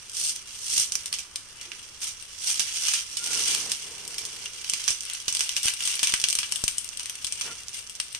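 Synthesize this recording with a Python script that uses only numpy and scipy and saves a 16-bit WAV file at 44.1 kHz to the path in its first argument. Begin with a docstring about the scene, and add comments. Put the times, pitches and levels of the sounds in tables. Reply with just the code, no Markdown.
"""In a small kitchen, a steel spatula works under a pancake on a hot iron griddle, heard from close by.
Stick-slip friction makes the blade scrape, snag and click. The crust crackles, the griddle grinds on its
stand and shakes the stove, and oil sizzles over the burner's rush. Each contact briefly excites the modes
of blade and griddle; the room reflects the sound, and two microphone ports add their own resonances.
Dull thumps at the microphone, mostly on the left, coincide with some loud clicks."""
import sys
import numpy as np
from scipy import signal
from scipy.fft import rfft, irfft
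from scipy.io import wavfile
from scipy.ndimage import uniform_filter1d

SR = 44100
rng = np.random.default_rng(int(sys.argv[2]) if len(sys.argv) > 2 else 0)


def master_out(mix):
    """Clip the mix to full scale and print it as 16-bit PCM to the path in sys.argv[1]."""
    frames = np.transpose(np.atleast_2d(mix))
    ceiling = np.clip(frames, -1, 1)
    pcm = np.round(ceiling * 32767).astype(np.int16)
    wavfile.write(sys.argv[1], SR, pcm)


N = 361179
TIME = np.arange(N) / SR

# snags of the blade on griddle and crust, levels relative: start_s, level_db, body_db, skid_db
SNAGS = [(.0968, -31, -6, -8), (.169, -25.5, -7, 0), (.362, -27, -3.5, -15), (0.779, -16, -5.5, 2),
         (0.798, -18, -11, -10), (.9213, -20, -6, -2), (0.9543, -16, -2, -21), (1.059, -23, -5, -2),
         (1.128, -19.5, -2, -2.5), (1.1377, -29.5, 5, 7), (1.187, -26, -0.5, 4.5), (1.3589, -20.5, -5, -14),
         (1.6133, -32.5, -4, -8), (1.718, -37, 14, -3), (2.595, -21, -0.5, 12), (2.8846, -18, 1, 3),
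         (2.9371, -19.5, 3, 6.5), (3.1701, -23, -3.5, 4), (3.5489, -14.5, -2.5, -17.5),
         (3.7183, -16.5, -3, -3.5), (4.078, -25, -15, -10), (4.1834, -23.5, -0.5, 3), (4.2523, -26, -10, 0),
         (4.459, -36, 16, -1), (4.6452, -26.5, 2, -12), (4.6978, -18, -4.5, -22), (4.736, -17, 3.5, -12),
         (4.8791, -16.5, 2.5, 6), (4.9052, -19, -4, 1), (5.0995, -25, 1, -9), (5.135, -26.5, -21, -17),
         (5.172, -33, -2, -18), (5.2816, -18.5, 1.5, 3), (5.326, -22.5, -2, -20), (5.35, -17.5, -5.5, -19),
         (5.3693, -21, 0, -5), (5.3938, -21.5, -2, 3), (5.4074, -17, 3, -5), (5.4928, -17.5, -3, -20),
         (5.5658, -18.5, 1, 4.5), (5.6315, -22.5, -22, -1), (5.6575, -20.5, -12, -14),
         (5.6827, -14.5, 4, -9), (5.8062, -23.5, 4.5, -3), (5.8532, -21, -8, 4), (5.875, -19.5, 0, 0.5),
         (5.955, -23.5, -9, -6), (5.9934, -21.5, 5, -1), (6.031, -14, 0.5, 5.5), (6.0721, -19.5, 3, 2),
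         (6.1225, -22, 2, -11), (6.1393, -12.5, 5, -11), (6.2402, -13.5, 2, -18), (6.286, -26, -6, -8),
         (6.301, -21.5, -8, -6), (6.3281, -16.5, -4, -14), (6.353, -15, -4, -19), (6.3881, -17.5, 1, 1),
         (6.4311, -29.5, 15, -2), (6.523, -16, -3, -16), (6.5586, -20, -6.5, -3), (6.6397, -18, -5, -20),
         (6.6799, -15, -4, -8), (6.7825, -18.5, -14, -20), (6.845, -29, -16, -11), (6.996, -27, 3.5, 1.5),
         (7.0581, -26, 0, -7), (7.0973, -22.5, -1.5, -22), (7.2464, -19.5, -4.5, -9),
         (7.2722, -29.5, 0, -14), (7.324, -23, 0, -7), (7.4115, -22, 0.5, 2.5), (7.8968, -29.5, -11, -5),
         (8.0009, -19.5, 3, -6), (8.1489, -25, 3.5, -4)]
# light rubbing as the blade leans on the griddle: time_s, level_db
PRESSURE = [(0, -47), (1.0, -42), (1.3, -52), (1.65, -46), (2.3, -45.5), (2.65, -32.5), (3.1, -44),
            (3.75, -40.5), (4.55, -39), (4.85, -33), (5.02, -44), (5.45, -35), (6.4, -37), (6.88, -43.5),
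            (7.36, -41), (7.47, -35.5), (7.68, -48.5), (8.19, -44)]
# where the blade works: time_s, left_minus_right_db
BLADE_PAN = [(0, -1), (4.7, -1.5), (5.6, 0), (6.6, 1.5), (8.19, 1)]
# griddle shifting on its stand: start_s, attack_s, hold_s, release_s, grind_db, drone_db
SHIFTS = [(1.6, 0.066, 0.086, 0.092, -63, -80), (3.112, 0.21, 0.37, 0.12, -47.5, -59),
          (3.806, 0.054, 0.43, 0.71, -55, -60), (7.421, 0.042, 0.026, 0.098, -45.5, -75)]


def scraping(stick_db=1.5, stick_s=0.023, rub_body_db=3.5):
    """Stick-slip friction: the edge drives the griddle with dense, unevenly bunched micro-slips."""
    # firm pushes of the blade: start_s, attack_s, hold_s, release_s, level_db, body_db
    strokes = [(0.11, 0.085, 0.11, 0.048, -25, -6.5), (0.569, .2, .025, .1, -21, -5.5),
               (1.5, 0.087, 0.056, .15, -46, 12), (2.007, 0.0093, 0.027, 0.096, -25, -1.5),
               (2.364, .11, 0.044, .13, -22, -2), (2.727, 0.013, 0.15, 0.18, -28.5, -1),
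               (2.784, .07, 0.14, 0.068, -28.5, 2.5), (3.066, .29, .14, 0.4, -23.5, 0),
               (5.043, 0.03, 0.1, 0.045, -38, 8.5), (5.607, 0.042, 0.035, .06, -27, 1.5),
               (5.75, .11, 0.018, 0.35, -28, 2.5), (6.022, 0.061, 0.024, 0.051, -31, 5.5),
               (7.719, 0.022, 0.044, 0.074, -35.5, 0)]
    snag_times = np.sort([s for s, *_ in SNAGS] + [np.inf])
    next_snag = snag_times[np.searchsorted(snag_times, TIME)]
    stuck = np.exp((TIME - next_snag) / stick_s)  # the rubbing dips just before a snag lets go
    power = undb(curve(PRESSURE) - stick_db * stuck) ** 2
    weighted_body = rub_body_db * power
    for *timing, db, body_db in strokes:
        push = (undb(db) * swell(*timing)) ** 2
        power += push
        weighted_body += body_db * push
    slips = grains(rate_hz=3800, spread_db=4)
    bunching = unit(undb(2.94 * np.tanh(wander(190)) + 1.73 * np.tanh(wander(45))))
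    port_gains = undb(-0.42 + np.outer([.5, -.5], curve(BLADE_PAN)))
    return with_body(slips * bunching, weighted_body / power) * np.sqrt(power) * port_gains


def clicking(lead_in_t60=0.014, snap_t60=0.0049, skid_t60=0.11, strike_db=20):
    """Elastic release: the edge snaps free of a snag and skids on briefly."""
    force = np.zeros((2, N + SR))
    skid_slips = grains(rate_hz=1800, spread_db=4)
    lead = SR // 256
    t = np.arange(-lead, SR // 12) / SR
    for start_s, db, body_db, skid_db in SNAGS:
        start = int(start_s * SR) - lead
        # a point contact is placed more sharply than the whole edge; thin ticks favour the left
        pan_db = 2.4 * np.interp(start_s, *np.transpose(BLADE_PAN)) - 0.33 * body_db
        port_gains = undb(strike_db + db + np.array([[pan_db], [-pan_db]]) / 2)
        slips = np.take(skid_slips, start + np.arange(len(t)), axis=1, mode="wrap")
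        rough = rng.standard_normal((2, len(t)))
        # a faint hiss swells for a few milliseconds before each click
        lead_in = burst(rough * (t < 0) * fade(np.abs(t), lead_in_t60), db=-12)
        snap = (t == 0) + burst(rough * (t > 0) * fade(t, snap_t60), db=-2)
        skid = burst(slips * (t > 0) * fade(t, skid_t60), skid_db - 1.5)
        force[:, start:start + len(t)] += with_body(lead_in + snap + skid, body_db) * port_gains
    return radiate(force[:, :N], ring_db=-16, near_db=-3.5, near_t60=0.046, room_db=-6.5, room_t60=0.35)


def thumping(rise_s=0.000067, fall_s=0.002, highpass_hz=25):
    """Low transients: dull, one-sided thumps at the microphone, mostly left, with some loud clicks."""
    # dull thumps: start_s, level_db
    thumps = [(4.733, -38), (4.904, -33), (5.28, -32), (5.656, -28), (6.029, -34.5), (6.137, -27.5),
              (6.237, -37), (6.639, -20), (7.244, -37)]
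    impulses = np.zeros(N)
    for start_s, db in thumps:
        impulses[int(start_s * SR)] = undb(db)
    t = np.arange(SR // 20) / SR
    pulse = np.exp(-t / rise_s) - np.exp(-t / fall_s)
    pulse = signal.sosfilt(butterworth(1, highpass_hz, "highpass"), pulse)
    return convolve(impulses, pulse / np.abs(pulse).max()) * undb([[3], [-11]])


def crackling():
    """Brittle fracture: the crisp crust breaks in small, bright, lone impulses of force."""
    # crackle, strongest as the blade pries the pancake up: time_s, level_db
    crust = [(0, -46.5), (.8, -51), (2.0, -54), (3.4, -37.5), (3.9, -47), (5.0, -40.5), (6.15, -36),
             (6.9, -42), (8.19, -48)]
    return with_body(grains(rate_hz=55, spread_db=6.5), body_db=-4.5) * undb(curve(crust))


def grinding(rock_db=-35, pitch_jitter=0.0198):
    """Sliding friction: iron grates over the stand and now and then catches in a stick-slip squeal."""
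    # spectrum of iron on the stand: frequency_hz, gain_db
    grind_spectrum = [(40,-24),(110,1),(180,-1),(270,-2),(380,0),(480,3),(560,-8),(680,-3.5),(900,-1),(1400,-4.5),(2500,-6),(6000,-41)]
    # squeals and groans of the metal: start_s, length_s, pitch_hz, level_db
    squeals = [(1.65,0.089,351,-57.5),(3.185,0.25,1400,-46),(4.457,0.016,2740,-36),(7.44,0.1,1420,-47.5)]
    shifting = sum(undb(db) * swell(*timing) for *timing, db, _ in SHIFTS)
    rocking = undb(curve(PRESSURE) + rock_db)  # faint grating whenever the blade leans
    grit = grains(rate_hz=1800, spread_db=2, port_scatter=0.48)
    sound = unit(colour(grit, grind_spectrum)) * (shifting + rocking)
    for start_s, length_s, pitch_hz, db in squeals:
        progress = np.clip((TIME - start_s) / length_s, 0, 1)
        grip = np.sqrt(np.sin(np.pi * progress).clip(0))
        wavering_hz = pitch_hz * (1 + pitch_jitter * wander(150))
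        tone = np.sin(2 * np.pi * np.cumsum(wavering_hz) / SR)
        sound += tone * grip * undb(db + 4.2 * wander(50))
    return sound


def droning(band_hz=(385, 485)):
    """Forced vibration: the dragging iron drives one broad resonance of the sheet-steel stove body."""
    motion = sum(undb(db) * swell(*timing) for *timing, _, db in SHIFTS)
    drag = grains(rate_hz=600, spread_db=0.5, port_scatter=0.19)
    return unit(signal.sosfilt(butterworth(2, band_hz, "bandpass"), drag)) * motion


def sizzling():
    """Shot noise: tiny steam bubbles burst at random in the oil, each an impulse of force."""
    return grains(rate_hz=1500, spread_db=3.5) * undb(-52 + 0.83 * wander(5.5))


def burner_rush(rumble_hz=90):
    """Partly coherent noise: both ports share some of the rush of burner and room, but not the rumble."""
    # spectrum of burner and room: frequency_hz, gain_db
    rush_spectrum = [(20,-4.5),(50,-1),(95,0),(150,-7),(280,-11.5),(450,-9.5),(700,-15),(1200,-7.5),(3000,-13),(12000,-79)]
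    noise = rng.standard_normal(N) + 1.02 * rng.standard_normal((2, N))
    rumble = signal.sosfilt(butterworth(2, rumble_hz, "lowpass"), rng.standard_normal((2, N)))
    return unit(colour(noise, rush_spectrum)) * undb(-56 + wander(2.2)) + unit(rumble) * undb(-66)


def with_body(force, body_db, thinning=0.23):
    """Contact firmness: firm contact drives the blade's bending range; light contact is thin and bright."""
    body = signal.sosfiltfilt(butterworth(2, [700, 3500], "bandpass"), force)
    treble = signal.sosfiltfilt(butterworth(2, [7800, 12000], "bandpass"), force)
    return force + (undb(body_db) - 1) * body + (undb(-thinning * body_db) - 1) * treble


def radiate(force, spots=4, **acoustics):
    """Moving source: every 10 ms the contact picks one of a few spots, each with its own echoes."""
    hold = SR // 100
    spot = np.repeat(rng.integers(0, spots, N // hold + 1), hold)[:N]
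    return sum(convolve(force * (spot == k), spot_response(**acoustics)) for k in range(spots))


def spot_response(ring_db, near_db, near_t60, room_db, room_t60):
    """Impulse response of one spot: direct sound, modal ring, scatter off stove and wall, room tail."""
    # modes of blade and griddle: frequency_hz, level_db, t60_s
    steel_modes = [(445,-26.5,0.21),(823,-15,0.16),(900,-19,0.17),(1118,-13,0.12),(1550,-6.5,0.1),(2000,-3.5,0.29),(2330,4.5,0.16),(2775,2,0.092),(3010,6,0.1),(3304,2,0.037),(4370,-16,0.064),(4760,-39,0.11),(4960,-2.5,0.16),(5470,3,0.062),(6000,1,0.27),(5900,-9,0.14),(6200,-6.5,0.17)]
    # spectrum of one slip of the edge: frequency_hz, gain_db
    slip_spectrum = [(40,-32.5),(200,-18.5),(700,-22),(1200,-13),(1900,-9.5),(2500,-2),(4500,1),(6500,0.5),(9000,1),(10500,-3),(12000,-9),(14200,-13),(15500,-57)]
    # resonances of the two microphone ports: frequency_hz, gain_db
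    left_port = [(1800,4),(2400,4.5),(2850,7.5),(3300,7),(3700,1),(5000,-2.5),(7100,-9),(7900,2),(8600,10),(9300,4),(10200,-0.5),(14000,-2)]
    right_port = [(1800,1.5),(2400,-1.5),(3500,-0.5),(4400,2),(5200,7),(6000,9.5),(6900,4),(8000,1.5),(9200,-3),(11000,-4),(14000,-12)]
    t = np.arange(SR // 4) / SR
    hz, db, t60 = np.transpose(steel_modes)[:, :, None]
    modes = undb(db) / np.sqrt(t60) * fade(t, t60) * np.exp(2j * np.pi * hz * t)
    port_phases = np.exp(2j * np.pi * rng.random((2, len(hz))))
    ring = (port_phases @ modes).imag
    near = rng.standard_normal((2, len(t))) * fade(t, near_t60) * (t > .0006)
    room = rng.standard_normal((2, len(t))) * fade(t, room_t60) * np.minimum(t / 0.007, 1)
    slip = colour((t == 0) + burst(near, near_db) + burst(room, room_db), slip_spectrum)
    left, right = burst(slip, 0) + burst(ring, ring_db)
    return burst(np.array([colour(left, left_port), colour(right, right_port)]), 0)


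def grains(rate_hz, spread_db, port_scatter=1.74):
    """Poisson process: impulses of scattered size, each reaching the two ports differently; rms 1."""
    onsets = np.flatnonzero(rng.random(N) < rate_hz / SR)
    size, left, right, sign = rng.standard_normal((N // 4, 4))[:len(onsets)].T
    port_gains = np.sign(sign) + port_scatter * np.clip([left, right], -1.5, 1.5)
    impulses = np.zeros((2, N))
    impulses[:, onsets] = undb(spread_db * size.clip(-1.8, 1.8)) * port_gains
    return unit(impulses)


def swell(start_s, attack_s, hold_s, release_s, depth_db=21):
    """Envelope of a hand movement: it rises depth_db over the attack, holds and falls, evenly in dB."""
    before = (start_s + attack_s - TIME) / max(attack_s, .002)
    after = (TIME - start_s - attack_s - hold_s) / max(release_s, .002)
    return undb(-depth_db * np.maximum(before, after).clip(0, 8))


def wander(rate_hz):
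    """Random modulation: steps smoothed by a moving average; rms 1."""
    hold = int(SR / rate_hz)
    steps = np.repeat(rng.standard_normal(N // hold + 1), hold)
    return unit(uniform_filter1d(steps, hold)[:N])


def colour(x, spectrum, size=2048):
    """Minimum-phase filter through (frequency_hz, gain_db) points."""
    hz, db = np.transpose(spectrum)
    gain = undb(np.interp(np.log(np.fft.rfftfreq(size, 1 / SR) + 1), np.log(hz), db))
    cepstrum = irfft(np.log(gain))
    cepstrum[1:size // 2] *= 2  # folding the cepstrum makes the filter causal
    cepstrum[size // 2 + 1:] = 0
    return convolve(x, irfft(np.exp(rfft(cepstrum)))).reshape(np.shape(x))


def convolve(x, response):
    """Convolution with an impulse response, channel by channel."""
    return signal.oaconvolve(np.atleast_2d(x), np.atleast_2d(response), axes=-1)[:, :np.shape(x)[-1]]


def butterworth(order, hz, kind):
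    """Maximally flat filter, as second-order sections."""
    return signal.butter(order, hz, kind, fs=SR, output="sos")


def curve(rows):
    """Linear interpolation of (time_s, value) rows."""
    return np.interp(TIME, *np.transpose(rows))


def fade(t, t60):
    """Exponential decay, by 60 dB in t60 seconds."""
    return np.exp(-np.log(1000) * t / t60)


def burst(x, db):
    """Scale to a total energy in dB, averaged over channels."""
    return unit(x) * undb(db) / np.sqrt(x.shape[-1])


def unit(x):
    """Scale to rms 1."""
    return x / np.sqrt(np.mean(x ** 2))


def undb(db):
    """Decibels to gain."""
    return 10 ** (np.asarray(db) / 20)


def scene():
    """Superposition: the fine impulses share one ring and room; clicks and low sounds add to them."""
    force = scraping() + crackling() + sizzling()
    fine = radiate(force, ring_db=-14.5, near_db=-4.5, near_t60=0.043, room_db=-8.5, room_t60=0.21)
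    return fine + clicking() + thumping() + grinding() + droning() + burner_rush()


def record(dry, drive=1.05, top_hz=15200):
    """Soft saturation rounds the sharpest peaks, and a steep low-pass cuts the highest treble."""
    rounded = np.tanh(drive * dry) / drive
    return signal.sosfilt(signal.ellip(8, .2, 90, top_hz, fs=SR, output="sos"), rounded)


dry = scene()
out = record(dry)
master_out(out)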